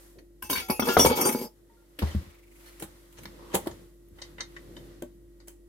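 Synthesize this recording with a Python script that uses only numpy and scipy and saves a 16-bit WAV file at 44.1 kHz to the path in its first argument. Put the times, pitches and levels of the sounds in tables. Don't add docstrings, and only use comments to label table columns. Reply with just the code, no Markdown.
import sys
import numpy as np
from scipy import signal
from scipy.fft import rfft, irfft
from scipy.io import wavfile
from scipy.ndimage import uniform_filter1d

SR = 44100
rng = np.random.default_rng(int(sys.argv[2]) if len(sys.argv) > 2 else 0)


def store_wav(level_fs):
    pcm = np.round(np.clip(np.atleast_2d(level_fs), -1, 1) * 32767)
    wavfile.write(sys.argv[1], SR, pcm.T.astype(np.int16))


def magnitude_from_level(level_db):
    exponent = np.asarray(level_db, float) / 20
    return 10 ** exponent


N = 250664
T = np.arange(N) / SR
KNIFE_METAL_DB = 21.5
STOP_S = 0.0052

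# centre in Hz, width in Hz, level in dB.
BLADE_MODES = [(2260, 50, -15.5), (2575, 16, -18.5), (2640, 10, -19.5), (3236, 41, -8.5), (3435, 3.7, -13),
               (4580, 33, -9), (4805, 6, -7), (5280, 90, -12.5), (5704, 22, -7.5), (5983, 30, -12.5),
               (6290, 70, -10.5), (6780, 29, -10.5), (7450, 25, -10), (8700, 32, -7.5), (9200, 45, -11),
               (9980, 40, -11.5), (10340, 45, -11.5), (11470, 80, -11.5), (12060, 35, -11), (11440, 35, -7),
               (12030, 23, -11), (12860, 33, -8.5), (14060, 32, -15), (13570, 35, -12.5), (15450, 31, -13)]
WORKTOP_MODES = [(150, 32, -7.5), (241.2, 43, 3.5), (250, 27, -10.5), (377, 52, 1.5), (465, 5.8, 4.5),
                 (510, 4, -2.5), (612, 11, -18.5), (760, 15, -11.5), (850, 22, 3.5), (930, 16, -14),
                 (936, 23, -10), (1260, 88, -13.5), (1290, 51, -16)]
POT_MODES = [(156, 9.7, 16.5), (199.6, 17, 22), (271, 53, 3.5), (376, 70, 13.5), (349, 83, 15.5),
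             (450, 58, 1), (449, 96, 18), (557, 110, 14.5), (693, 100, 12), (810, 63, 19), (920, 21, 12.5)]
LATCH_MODES = [(1750, 590, -9), (3100, 140, -7.5), (4307, 130, -1), (6445, 620, -0.5), (7500, 1100, -4),
               (9560, 280, -7), (10430, 220, -1), (12960, 230, -25.5), (14310, 250, -20)]


def unit(x):
    return x / np.sqrt(np.mean(x ** 2) + 1e-30)


def peak(x, db):
    return x * magnitude_from_level(db) / np.max(np.abs(x))


def decay(t, t60):
    return np.exp(-np.log(1000) * t / t60)


def band(x, lo_hz, hi_hz):
    sos = signal.butter(2, [lo_hz, min(hi_hz, .45 * SR)], "bandpass", fs=SR, output="sos")
    return signal.sosfilt(sos, x)


def walk(rate, n=N):
    k = int(SR / rate)
    held = np.repeat(rng.standard_normal(n // k + 1), k)
    return uniform_filter1d(uniform_filter1d(held, k), k)[:n]


def grit(n, scatter_db):
    grain = np.repeat(rng.exponential(size=n // 24 + 1), 24)[:n]
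    return unit(rng.standard_normal(n) * magnitude_from_level(scatter_db * grain))


def ports(mid, diff, side):
    return mid + side * diff * np.array([[1], [-1]])


def add(out, x, s, pan_db):
    i = int(s * SR)
    pan = magnitude_from_level(np.array([[pan_db], [-pan_db]]) / 2)
    out[:, i:i + x.shape[-1]] += pan * x[..., :N - i]


def ring(x, modes, scatter_db, drift=0):
    luck = rng.standard_normal((len(modes), 2))
    out = 0
    for (hz, width, db), (spot, detune) in zip(modes, luck):
        r = np.exp(-np.pi * abs(width) / SR)
        turn = 2 * np.pi * hz * (1 + .0015 * detune) / SR
        share = walk(drift, x.shape[-1]) if drift else spot
        drive = x * magnitude_from_level(scatter_db * share)
        mode = signal.lfilter([1, 0, -1], [1, -2 * r * np.cos(turn), r * r], drive)
        out = out + magnitude_from_level(db) * (1 - r) * mode
    return out


def hits(table, body, metal, metal_db, scatter_db, blow, push_s, rise_s, split_hz, top_hz, pan_db):
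    out, t = np.zeros((2, N)), T[:SR // 5]
    end = np.cos(np.pi / 2 * t / t[-1])
    for s, crack_db, knock_db, sizzle_db, t60 in table:
        fade = decay(t, max(t60, .005)) * np.minimum(t / rise_s, 1) ** 2
        scuff = ports(grit(len(t), 2.2), grit(len(t), 2.2), 1.0) * fade
        push = blow * np.sin(np.pi * np.minimum(t / push_s, 1))
        push = push + 0.39 * ports(scuff.mean(axis=0), scuff[0] - scuff[1], 0.1)
        bright = scuff + magnitude_from_level(metal_db) * ring(scuff, metal, scatter_db)
        lags = rng.integers(4, 30, size=2)
        bright += 0.41 * np.array([np.roll(b, k) for b, k in zip(bright, lags)])
        knock = band(ring(push, body, 3) + magnitude_from_level(-7.5) * push, 150, 1200)
        knock += ports(0, band(np.roll(knock[0], 40), 560, 1900), 0.85)
        crack = band(bright, 1100, split_hz)
        sizzle = band(band(bright, split_hz, top_hz), split_hz / 2, top_hz)
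        start = s - rise_s / 2
        add(out, end * peak(knock, knock_db + 5.5), start, pan_db * 0.32)
        add(out, end * (peak(crack, crack_db + 7.0) + peak(sizzle, sizzle_db + 8)), start, pan_db)
    return out


def knife_knocks():
    # time in seconds, crack, knock and sizzle peaks in dB, scuff t60 in seconds.
    knocks = [(.4226, -36.5, -47, -31, 0.091), (.4983, -24.5, -31.5, -23.5, 0.15),
              (.5287, -28, -35, -27.5, 0.093), (.6991, -24, -19.5, -25.5, 0.077),
              (.7961, -23, -18, -23, 0.052), (.8223, -30.5, -22.5, -48, 0.091),
              (.8548, -27, -29, -30, 0.53), (.8719, -33, -22, -27.5, 0.13), (.8863, -25, -20, -35.5, 0.087),
              (.9006, -25.5, -28.5, -34.5, 0.23), (.9695, -21.5, -16, -30, 0.12),
              (.9959, -16, -13, -25, 0.031), (1.0500, -16, -16, -22.5, 0.055)]
    return hits(knocks, WORKTOP_MODES, BLADE_MODES, KNIFE_METAL_DB, scatter_db=-4.5, blow=0.3,
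                push_s=0.00045, rise_s=0.0019, split_hz=5240, top_hz=17000, pan_db=2)


def knife_slips():
    # time in seconds, crack, knock and sizzle peaks in dB, scuff t60 in seconds.
    glances = [(.5095, -42, -37.5, -29, 0.044), (.5548, -24.5, -38, -27.5, 0.16),
               (.575, -26, -38, -32, 0.19), (.598, -34, -41, -36, 0.054), (.683, -38.5, -37.5, -36, 0.11),
               (.9847, -26.5, -19, -17, 0.3), (1.0039, -20, -35, -22.5, 0.056),
               (1.0579, -19.5, -12.5, -17.5, 0.081), (1.0664, -25.5, -49, -30, 0.022),
               (1.0964, -28.5, -19, -34, 0.1), (1.1144, -27, -24.5, -42, 0.27),
               (1.126, -34.5, -28, -42.5, 0.03), (1.1701, -26, -22, -38, 1),
               (1.21, -26, -25.5, -16.5, 0.07), (1.2506, -23, -20.5, -17, 0.16),
               (1.2895, -23, -28, -24, 0.04), (1.3238, -32, -38.5, -26.5, 0.051),
               (1.4103, -43.5, -52.5, -39.5, 0.098)]
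    return hits(glances, WORKTOP_MODES, BLADE_MODES, KNIFE_METAL_DB, scatter_db=5.5, blow=0,
                push_s=1, rise_s=.009, split_hz=4020, top_hz=16100, pan_db=2.0)


def slide():
    # start and length in seconds, pressure in dB, sag over the stroke in dB, share of rumble in dB.
    strokes = [
        (0.43, 0.037, -40.5, -8.5, -11),
        (0.491, 0.18, -30.5, -24, -20),
        (0.708, 0.07, -41.5, -8, -13),
        (0.832, 0.11, -42, 6.5, 1.5),
        (0.998, 0.12, -24.5, -17, -2),
        (1.15, .3, -33.5, -9.5, 5.5),
    ]
    rise_s, lift_s = .02, .05
    first = strokes[0][0]
    t = T[int(first * SR):int(first * SR) + 6 * SR // 5]
    n = len(t)
    hiss = rumble = 0
    for s, length, db, sag_db, rumble_db in strokes:
        lift = np.clip(1 - (t - s - length) / lift_s, 0, 1) ** 2
        touch = np.clip((t - s) / rise_s, 0, 1) * lift
        pressure_db = db + sag_db * (t - s) / length
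        hiss = hiss + touch * magnitude_from_level(pressure_db)
        rumble = rumble + touch * magnitude_from_level(pressure_db + rumble_db)
    fine = ports(grit(n, 0.81), grit(n, 1.5), 0.61) * magnitude_from_level(3.1 * walk(90, n))
    steel = fine + magnitude_from_level(KNIFE_METAL_DB) * ring(fine, BLADE_MODES, 6.0, drift=14)
    steel = unit(band(steel, 1500, 18000))
    slips = (rng.random(n) < 500 / SR) * magnitude_from_level(3.0 * rng.exponential(size=n))
    slips = slips + 0.0073 * fine
    laminate = unit(band(ring(slips, WORKTOP_MODES, 2.0, drift=12), 160, 800))
    out = np.zeros((2, N))
    add(out, steel * hiss + laminate * rumble, first, 1.5)
    return out


def nulls(x):
    # centre in Hz, width in Hz.
    notches = [(3250, 150), (3850, 130), (4250, 130), (5130, 160), (6180, 180), (6620, 160), (7050, 160),
               (7600, 330), (8150, 250), (9580, 350), (10800, 250), (12450, 300), (14700, 400)]
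    n = int(1.7 * SR)
    knife = x[:, :n]
    for hz, width in notches:
        b, a = signal.iirpeak(hz, hz / width, SR)
        depth = np.clip(1.05 + .4 * walk(7, n), 0, 1)
        knife = knife - depth * signal.lfilter(b, a, knife)
    return np.hstack([knife, x[:, n:]])


def tilt(x, count=8):
    from_s, to_s, width_hz = 1.205, 1.315, 600
    a0, a1 = int((from_s - .05) * SR), int((to_s + .05) * SR)
    part = x[:, a0:a1]
    place = (T[a0:a1] - from_s) / (to_s - from_s) * count
    for k, hz in enumerate(np.linspace(3750, 4550, count + 1)):
        depth = np.clip(2 - np.abs(place - k), 0, 1)
        part = part - depth * signal.lfilter(*signal.iirpeak(hz, hz / width_hz, SR), part)
    return np.hstack([x[:, :a0], part, x[:, a1:]])


def taps():
    # time in seconds, pitch in Hz, peak in dB, t60 in seconds.
    blows = [
        (.9678, 730, -5, .028),
        (.9678, 1450, -15, .015),
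        (1.0483, 520, -9, .03),
        (.9925, 520, -14, .03),
        (.5043, 300, -30, .06),
        (2.81, 420, -41, .05),
        (2.829, 330, -36, .09),
        (3.2545, 1500, -43, .02),
        (5.022, 345, -33, .08),
        (5.022, 1550, -45, .04),
    ]
    out, t = np.zeros((2, N)), T[:SR // 5]
    for s, hz, db, t60 in blows:
        add(out, -magnitude_from_level(db) * np.sin(2 * np.pi * hz * t) * decay(t, max(t60, .005)), s, 2.5)
    return out


def bounces():
    # time in seconds, peak in dB.
    contacts = [
        (0.424, -36),
        (0.498, -30.5),
        (.529, -26),
        (.553, -30.5),
        (0.572, -33.5),
    ]
    # pitch in Hz, level in dB.
    board = [(1030, 0.5), (1560, -2), (2200, -23), (2850, -7)]
    out, t = np.zeros((2, N)), T[:SR // 10]
    fade = np.minimum(t / 0.0019, 1) * decay(t, 0.052)
    for s, db in contacts:
        tone = 0
        for hz, mode_db in board:
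            level = magnitude_from_level(mode_db + 2 * rng.standard_normal())
            tone = tone + level * np.sin(2 * np.pi * hz * t + rng.random((2, 1)))
        add(out, magnitude_from_level(db) * tone * fade, s, 2.5)
    return out


def notes():
    # time in seconds, pitch in Hz, peak in dB, t60 and free time in s.
    held_notes = [(0.44, 2650, -50.5, 1.7, .058), (.435, 850, -48.5, 0.83, 0.065),
                  (.53, 6378, -37, 0.15, 0.022), (.53, 4500, -36, 0.44, 0.05), (.53, 3750, -27, 0.08, .02),
                  (0.61, 4820, -47.5, 0.32, .08), (0.61, 6710, -52.5, 0.5, .08),
                  (.62, 760, -50.5, 0.8, .07), (.62, 1375, -49, .6, 0.089),
                  (0.698, 11250, -39.5, 0.41, 0.082), (.705, 2720, -49, 1.8, .09),
                  (.70, 2540, -40.5, .5, 0.1), (.80, 2640, -39, 0.82, .08), (.82, 3435, -38, .6, .065),
                  (.80, 12030, -37.5, .2, .08), (0.889, 1399, -30.5, 2.5, 0.087),
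                  (.885, 1684, -33, 0.4, .07), (.89, 2710, -38.5, .4, 0.068),
                  (.89, 2890, -33.5, 0.18, 0.045), (0.996, 5704, -18.5, 0.28, 0.044),
                  (0.996, 3435, -19, 0.12, 0.03), (.996, 5870, -28, 0.36, 0.048),
                  (1.0, 5983, -34.5, .5, .1), (1.0, 9900, -31, 0.27, 0.068), (1.03, 6950, -41.5, .5, .06),
                  (1.055, 11710, -32, 0.25, 0.21), (1.055, 11900, -36, .25, .06),
                  (1.069, 4805, -37.5, 0.5, .047), (1.21, 8700, -34.5, 0.4, 0.061),
                  (1.24, 4730, -33, .4, 0.049), (1.215, 5550, -32, .4, 0.047),
                  (1.235, 6797, -44, 0.45, 0.041), (1.24, 12030, -48, .3, .06),
                  (1.31, 11930, -38.5, 0.36, .08), (1.35, 4760, -43.5, 0.75, 0.13),
                  (1.697, 916, -61.5, 0.34, 0.079), (1.77, 1398, -70, 1.0, .06),
                  (2.068, 1990, -48, 0.33, .035), (4.22, 1990, -50, 0.36, 0.048)]
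    # time in seconds, pitch in Hz, peak in dB, t60 in seconds.
    pings = [(0.422, 2720, -46, .04), (.531, 5190, -34, 0.038), (.557, 2210, -37, 0.055),
             (.699, 2340, -29.5, 0.026), (.7965, 2180, -22.5, 0.021), (.823, 1380, -32, 0.089),
             (0.97, 1266, -15.5, 0.055), (.9685, 2020, -20, 0.013), (0.995, 2930, -20, 0.034),
             (1.05, 1070, -28, .1), (1.191, 5730, -44, .07), (1.697, 1900, -64.5, 0.061),
             (1.822, 896, -66, .1), (1.9894, 3050, -36, 0.029), (2.115, 3120, -44, 0.04),
             (2.826, 827, -43, 0.06), (3.552, 10420, -24.5, .03), (4.219, 3880, -59, 0.2),
             (4.219, 4700, -51, 0.072), (4.217, 5950, -44.5, 0.084), (4.219, 3050, -46.5, 0.083),
             (4.40, 2070, -47, .04), (4.406, 5950, -32, 0.038), (4.407, 4280, -31.5, 0.033),
             (4.415, 3765, -40, 0.052), (1.993, 295.5, -38, 0.34), (2.023, 411, -34, 0.16),
             (2.149, 170, -23, 0.05), (4.084, 12600, -53.5, 0.017), (4.086, 11300, -61, .02),
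             (0.9712, 467, -13.5, 0.055), (.70, 699, -27, 0.04), (5.031, 249, -39, 0.15),
             (2.024, 798, -34, 0.053), (3.545, 957, -24, 0.05), (5.024, 592, -36.5, 0.11),
             (1.112, 477, -15.5, 0.063), (.508, 258.3, -37, 0.25), (4.566, 1700, -40, .03),
             (4.766, 3050, -42.5, 0.046), (4.767, 3630, -47, 0.05)]
    out, t = np.zeros((2, N)), T[:SR // 4]
    rows = list(held_notes) + [(*ping, 1) for ping in pings]
    for (s, hz, db, t60, free), (step, wobble) in zip(rows, rng.random((len(rows), 2))):
        stopped = np.exp(-np.maximum(t - free, 0) / STOP_S)
        fade = decay(t, max(t60, .02)) * stopped * np.minimum(t / 0.00062, 1)
        phase = 1.1 * min(hz / 900, 1) * step * np.array([[1], [-1]])
        waver = 1 + 0.23 * np.sin(2 * np.pi * (30 + 40 * wobble) * t)
        add(out, magnitude_from_level(db) * fade * np.sin(2 * np.pi * hz * t + phase) * waver, s, 2.0)
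    return out


def thumps():
    # time in seconds, peak in dB, free time in seconds.
    booms = [(0.425, -46.5, 0.065), (0.499, -42.5, 0.052), (0.556, -40, .2), (0.699, -42, 0.12),
             (0.788, -39, 0.22), (0.966, -22, .1), (1.047, -23, .15), (2.02, -15.5, 0.14),
             (2.148, -17, 0.045), (2.261, -42, 0.052), (2.821, -46, 0.11), (3.251, -50, 0.11),
             (3.537, -38.5, 0.12), (3.666, -39.5, 0.084), (4.11, -47, .15)]
    # pitch in Hz, level in dB.
    cabinet = [(78, 0), (92, -10.5), (130, -6.5), (195, 3.5)]
    out, t = np.zeros((2, N)), T[:SR // 2]
    lag = 0.2 * np.array([[1], [-1]])
    for s, db, free in booms:
        t60 = max(0.24 * np.exp(-0.0074 * (db + 48)), .03)
        boom = 0
        for hz, mode_db in cabinet:
            fade = decay(t * (hz / 78) ** 1.3, t60)
            boom = boom + magnitude_from_level(mode_db) * np.sin(2 * np.pi * hz * t + lag) * fade
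        held = .25 + .75 * np.exp(-np.maximum(t - free, 0) / STOP_S)
        swell = 1 - np.exp(-t / 0.015)
        add(out, peak(band(boom * held * swell, 55, 380), db), s, 1.5)
    return out


def rocking():
    from_s, to_s, ticks_per_s = 2.209, 2.784, 23.35
    level_db, hz = -52, 2300
    out, t = np.zeros((2, N)), T[:SR // 20]
    for s in np.arange(from_s, to_s, 1 / ticks_per_s):
        scuff = rng.standard_normal((2, len(t))) * np.exp(-((t - .012) / .011) ** 2)
        tick = band(scuff, hz * 0.86, hz * 1.16) + magnitude_from_level(-14.5) * band(scuff, 5000, 17000)
        add(out, peak(tick, level_db + 0.65 * rng.standard_normal()), s, 0)
    return out


def latch():
    # time in seconds, crack, knock and sizzle peaks in dB, scuff t60 in seconds.
    clicks = [(1.9886, -31, -41.5, -35.5, 0.08), (2.0207, -37, -28, -47, 0.094),
              (2.1485, -47, -45, -51, 0.042), (2.7967, -42.5, -51, -40, 0.18),
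              (2.8229, -37.5, -35, -32, 0.076), (3.1249, -54, -81, -51.5, .074),
              (3.2334, -45, -56, -42, 0.048), (3.2545, -34, -40, -42.5, 0.039),
              (3.5439, -27, -20, -23.5, 0.1), (3.5516, -23.5, -26.5, -20.5, 0.019),
              (3.5604, -47, -31.5, -44.5, 0.053), (3.6708, -33.5, -24.5, -35, 0.037),
              (4.0842, -68, -82, -65, 0.022), (5.0225, -41, -41, -36.5, 0.013),
              (5.0341, -52.5, -38, -60, 0.018), (5.4808, -45, -48, -37, 0.021)]
    return hits(clicks, POT_MODES, LATCH_MODES, metal_db=-1.5, scatter_db=-4.0, blow=0.16,
                push_s=0.0014, rise_s=0.0028, split_hz=4880, top_hz=16000, pan_db=-0.5)


def brushes():
    # time in seconds, crack, knock and sizzle peaks in dB, scuff t60 in seconds.
    scuffs = [
        (.186, -50, -63, -58.5, 0.044),
        (2.0694, -41, -42.5, -47, 0.099),
        (2.105, -47, -46, -55.5, 0.078),
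        (3.17, -53, -80, -65, 0.072),
        (3.71, -46, -51, -59.5, 0.062),
        (2.6583, -46.5, -65, -48, 0.2),
        (3.184, -46.5, -52, -53.5, .034),
        (3.5366, -27.5, -32.5, -36, 0.12),
        (3.658, -47.5, -38, -47, 0.16),
        (5.4714, -53.5, -59, -50, 0.27),
    ]
    return hits(scuffs, POT_MODES, LATCH_MODES, metal_db=12, scatter_db=3.5, blow=0,
                push_s=1, rise_s=0.0085, split_hz=5350, top_hz=16700, pan_db=0.5)


def rim_taps():
    # time in seconds, crack, knock and sizzle peaks in dB, scuff t60 in seconds.
    touches = [
        (4.1848, -49, -53, -83, 0.055),
        (4.2175, -40, -43.5, -36.5, 0.074),
        (4.382, -41.5, -48, -62, 0.07),
        (4.3972, -42, -44, -56, 0.2),
        (4.4056, -32.5, -42.5, -27.5, 0.04),
        (4.564, -38.5, -54, -51, 0.048),
        (4.7668, -48, -50.5, -49, 0.066),
        (5.4, -59, -62, -55.5, 0.12),
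    ]
    # centre in Hz, width in Hz, level in dB.
    rim_modes = [(1550, 85, -1), (2013, 210, 13.5), (3050, 180, 13.5), (3815, 180, 19), (4190, 300, 7.5),
                 (4700, 250, 7.5), (5300, 180, -4), (5950, 170, 0), (6600, 165, -18), (8000, 350, -10)]
    return hits(touches, POT_MODES, rim_modes, metal_db=-0.5, scatter_db=-1.0, blow=0.066,
                push_s=0.00095, rise_s=0.003, split_hz=2470, top_hz=8410, pan_db=1.5)


def fingers():
    # time in seconds, crack, knock and sizzle peaks in dB, scuff t60 in seconds.
    grasps = [
        (3.176, -49, -68, -57.5, 0.051),
        (3.19, -51, -54, -52.5, 0.036),
        (3.515, -48, -57, -60, 0.1),
        (3.528, -44, -42, -52.5, .1),
    ]
    return hits(grasps, POT_MODES, LATCH_MODES, metal_db=3, scatter_db=1.0, blow=0,
                push_s=1, rise_s=0.0055, split_hz=3400, top_hz=12020, pan_db=2.0)


def rub():
    from_s, to_s = 3.385, 3.54
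    n = int((to_s - from_s) * SR)
    friction = unit(band(ports(grit(n, 2.2), grit(n, 2.2), 0.77), 900, 1130))
    level_db = -57.5 + 3.4 * np.cos(2 * np.pi * np.arange(n) / n)
    out = np.zeros((2, N))
    add(out, magnitude_from_level(level_db) * friction, from_s, 0)
    return out


def movements(table):
    lower = upper = 0
    for s, rise, fall, db, tilt_db in table:
        away = np.maximum((s - T) / rise, (T - s) / fall)
        gain = magnitude_from_level(db - 20 * away ** 1.84)
        lower, upper = lower + gain, upper + gain * magnitude_from_level(tilt_db)
    return lower, upper


def rustle():
    # peak, rise and fall in seconds, level in dB, tilt from lower to upper range in dB.
    sleeve = [
        (0.0, .1, 0.29, -67.5, -4),
        (1.801, 0.52, 0.89, -77.5, -1),
        (2.03, 0.041, 0.35, -53.5, -9.5),
        (2.681, 0.24, 0.79, -66, -1),
        (3.221, 0.095, 0.39, -64, -8),
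        (3.58, 0.27, 0.4, -62, -5.5),
        (4.22, 0.088, 0.26, -64.5, -8.5),
        (4.74, 0.58, 0.46, -65.5, -4.5),
    ]
    grip = [
        (.18, 0.047, 0.081, -61.5, 3.5),
        (2.199, 0.19, 0.091, -47, -23),
        (2.8, 0.066, 0.6, -70, -24.5),
        (3.22, 0.065, 0.14, -53, -20),
        (3.42, 0.18, 0.1, -67, 7),
        (3.689, 0.3, 0.12, -54, -2),
        (3.819, 0.13, 0.093, -62.5, 1),
        (4.3, 0.39, 0.59, -63.5, -4.5),
        (4.749, 0.21, 0.24, -57, -1),
        (4.9, 0.22, 0.71, -61.5, -13),
    ]
    # pitch in Hz, level in dB per Hz.
    room = [(15, -40), (25, -12), (60, -0.5), (232, -10.5), (339, -10), (389, -16), (538, -17.5),
            (726, -31.5), (1730, -38.5), (1930, -36), (2400, -42.5), (3230, -41), (12600, -37),
            (15200, -42), (16500, -60)]
    still = (-71.5, -72.5, -81, -79.5)
    ranges = [(91, 300, .25), (310, 810, .5), (930, 4480, 1.0), (5557, 53000, 1.0)]  # Hz, Hz, width
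    room_hz, room_db = np.transpose(room)
    f = np.fft.rfftfreq(N, 1 / SR) + 1
    colour = magnitude_from_level(np.interp(np.log(f), np.log(room_hz), room_db))
    stirs = movements(grip) + movements(sleeve)
    out = 0
    for still_db, stir, (lo_hz, hi_hz, side) in zip(still, stirs, ranges):
        mid, diff = (unit(band(irfft(rfft(grit(N, 0.31)) * colour, N), lo_hz, hi_hz)) for _ in range(2))
        flicker = magnitude_from_level(3.0 + 1.8 * walk(10))
        out = out + np.hypot(magnitude_from_level(still_db), stir) * flicker * ports(mid, diff, side)
    return out


def fridge():
    # time in seconds, level in dB.
    hum = [(0.0, -58), (.9, -57), (1.5, -62.5), (1.9, -62), (2.3, -60), (2.8, -56), (3.09, -59.5),
           (3.3, -54), (3.71, -56), (4.03, -57), (4.25, -55.5), (4.8, -53), (5.11, -55.5), (5.68, -56)]
    # pitch in Hz, level in dB.
    overtones = [(98, -18), (150, -23), (296, -13.5), (597, -28), (1916, -32)]
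    place_db = np.interp(T, *np.transpose(hum))
    whine_db = -60 + 1.1 * (place_db - place_db.mean())
    lag = np.array([[-1], [1]])
    motor = np.sin(2 * np.pi * 48.6 * T + 0.35 * walk(6.1) + 0.15 * lag)
    for hz, db in overtones:
        motor = motor + magnitude_from_level(db) * np.sin(2 * np.pi * hz * T + walk(8.7))
    whine = np.sin(2 * np.pi * 344.2 * T + 0.24 * walk(1.7) + 0.35 * lag)
    return np.sqrt(2) * (motor * magnitude_from_level(place_db) + whine * magnitude_from_level(whine_db + 1.5 + walk(13.0)))


def kitchen(x, t60, wet_db):
    t = T[:SR // 2]
    tail = rng.standard_normal((2, len(t))) * decay(t, t60) * (t > .0015)
    tail = band(tail / np.sqrt(np.sum(tail ** 2, axis=1, keepdims=True)), 500, 16000)
    return x + magnitude_from_level(wet_db) * signal.fftconvolve(x.mean(axis=0)[None], tail, axes=1)[:, :N]


def scene():
    knife = tilt(nulls(knife_knocks() + knife_slips() + slide()))
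    near = knife + taps() + bounces() + notes()
    near = near + rocking() + latch() + brushes() + rim_taps()
    return kitchen(near, 0.16, -4.0) + thumps() + fingers() + rub() + rustle() + fridge()


def top_cut(x):
    return signal.sosfilt(signal.butter(12, 16520, fs=SR, output="sos"), x)


def record(dry):
    low_pass = signal.ellip(8, .2, 80, 16000, fs=SR, output="sos")
    return top_cut(signal.sosfilt(low_pass, dry))


dry = scene()
out = record(dry)
store_wav(out)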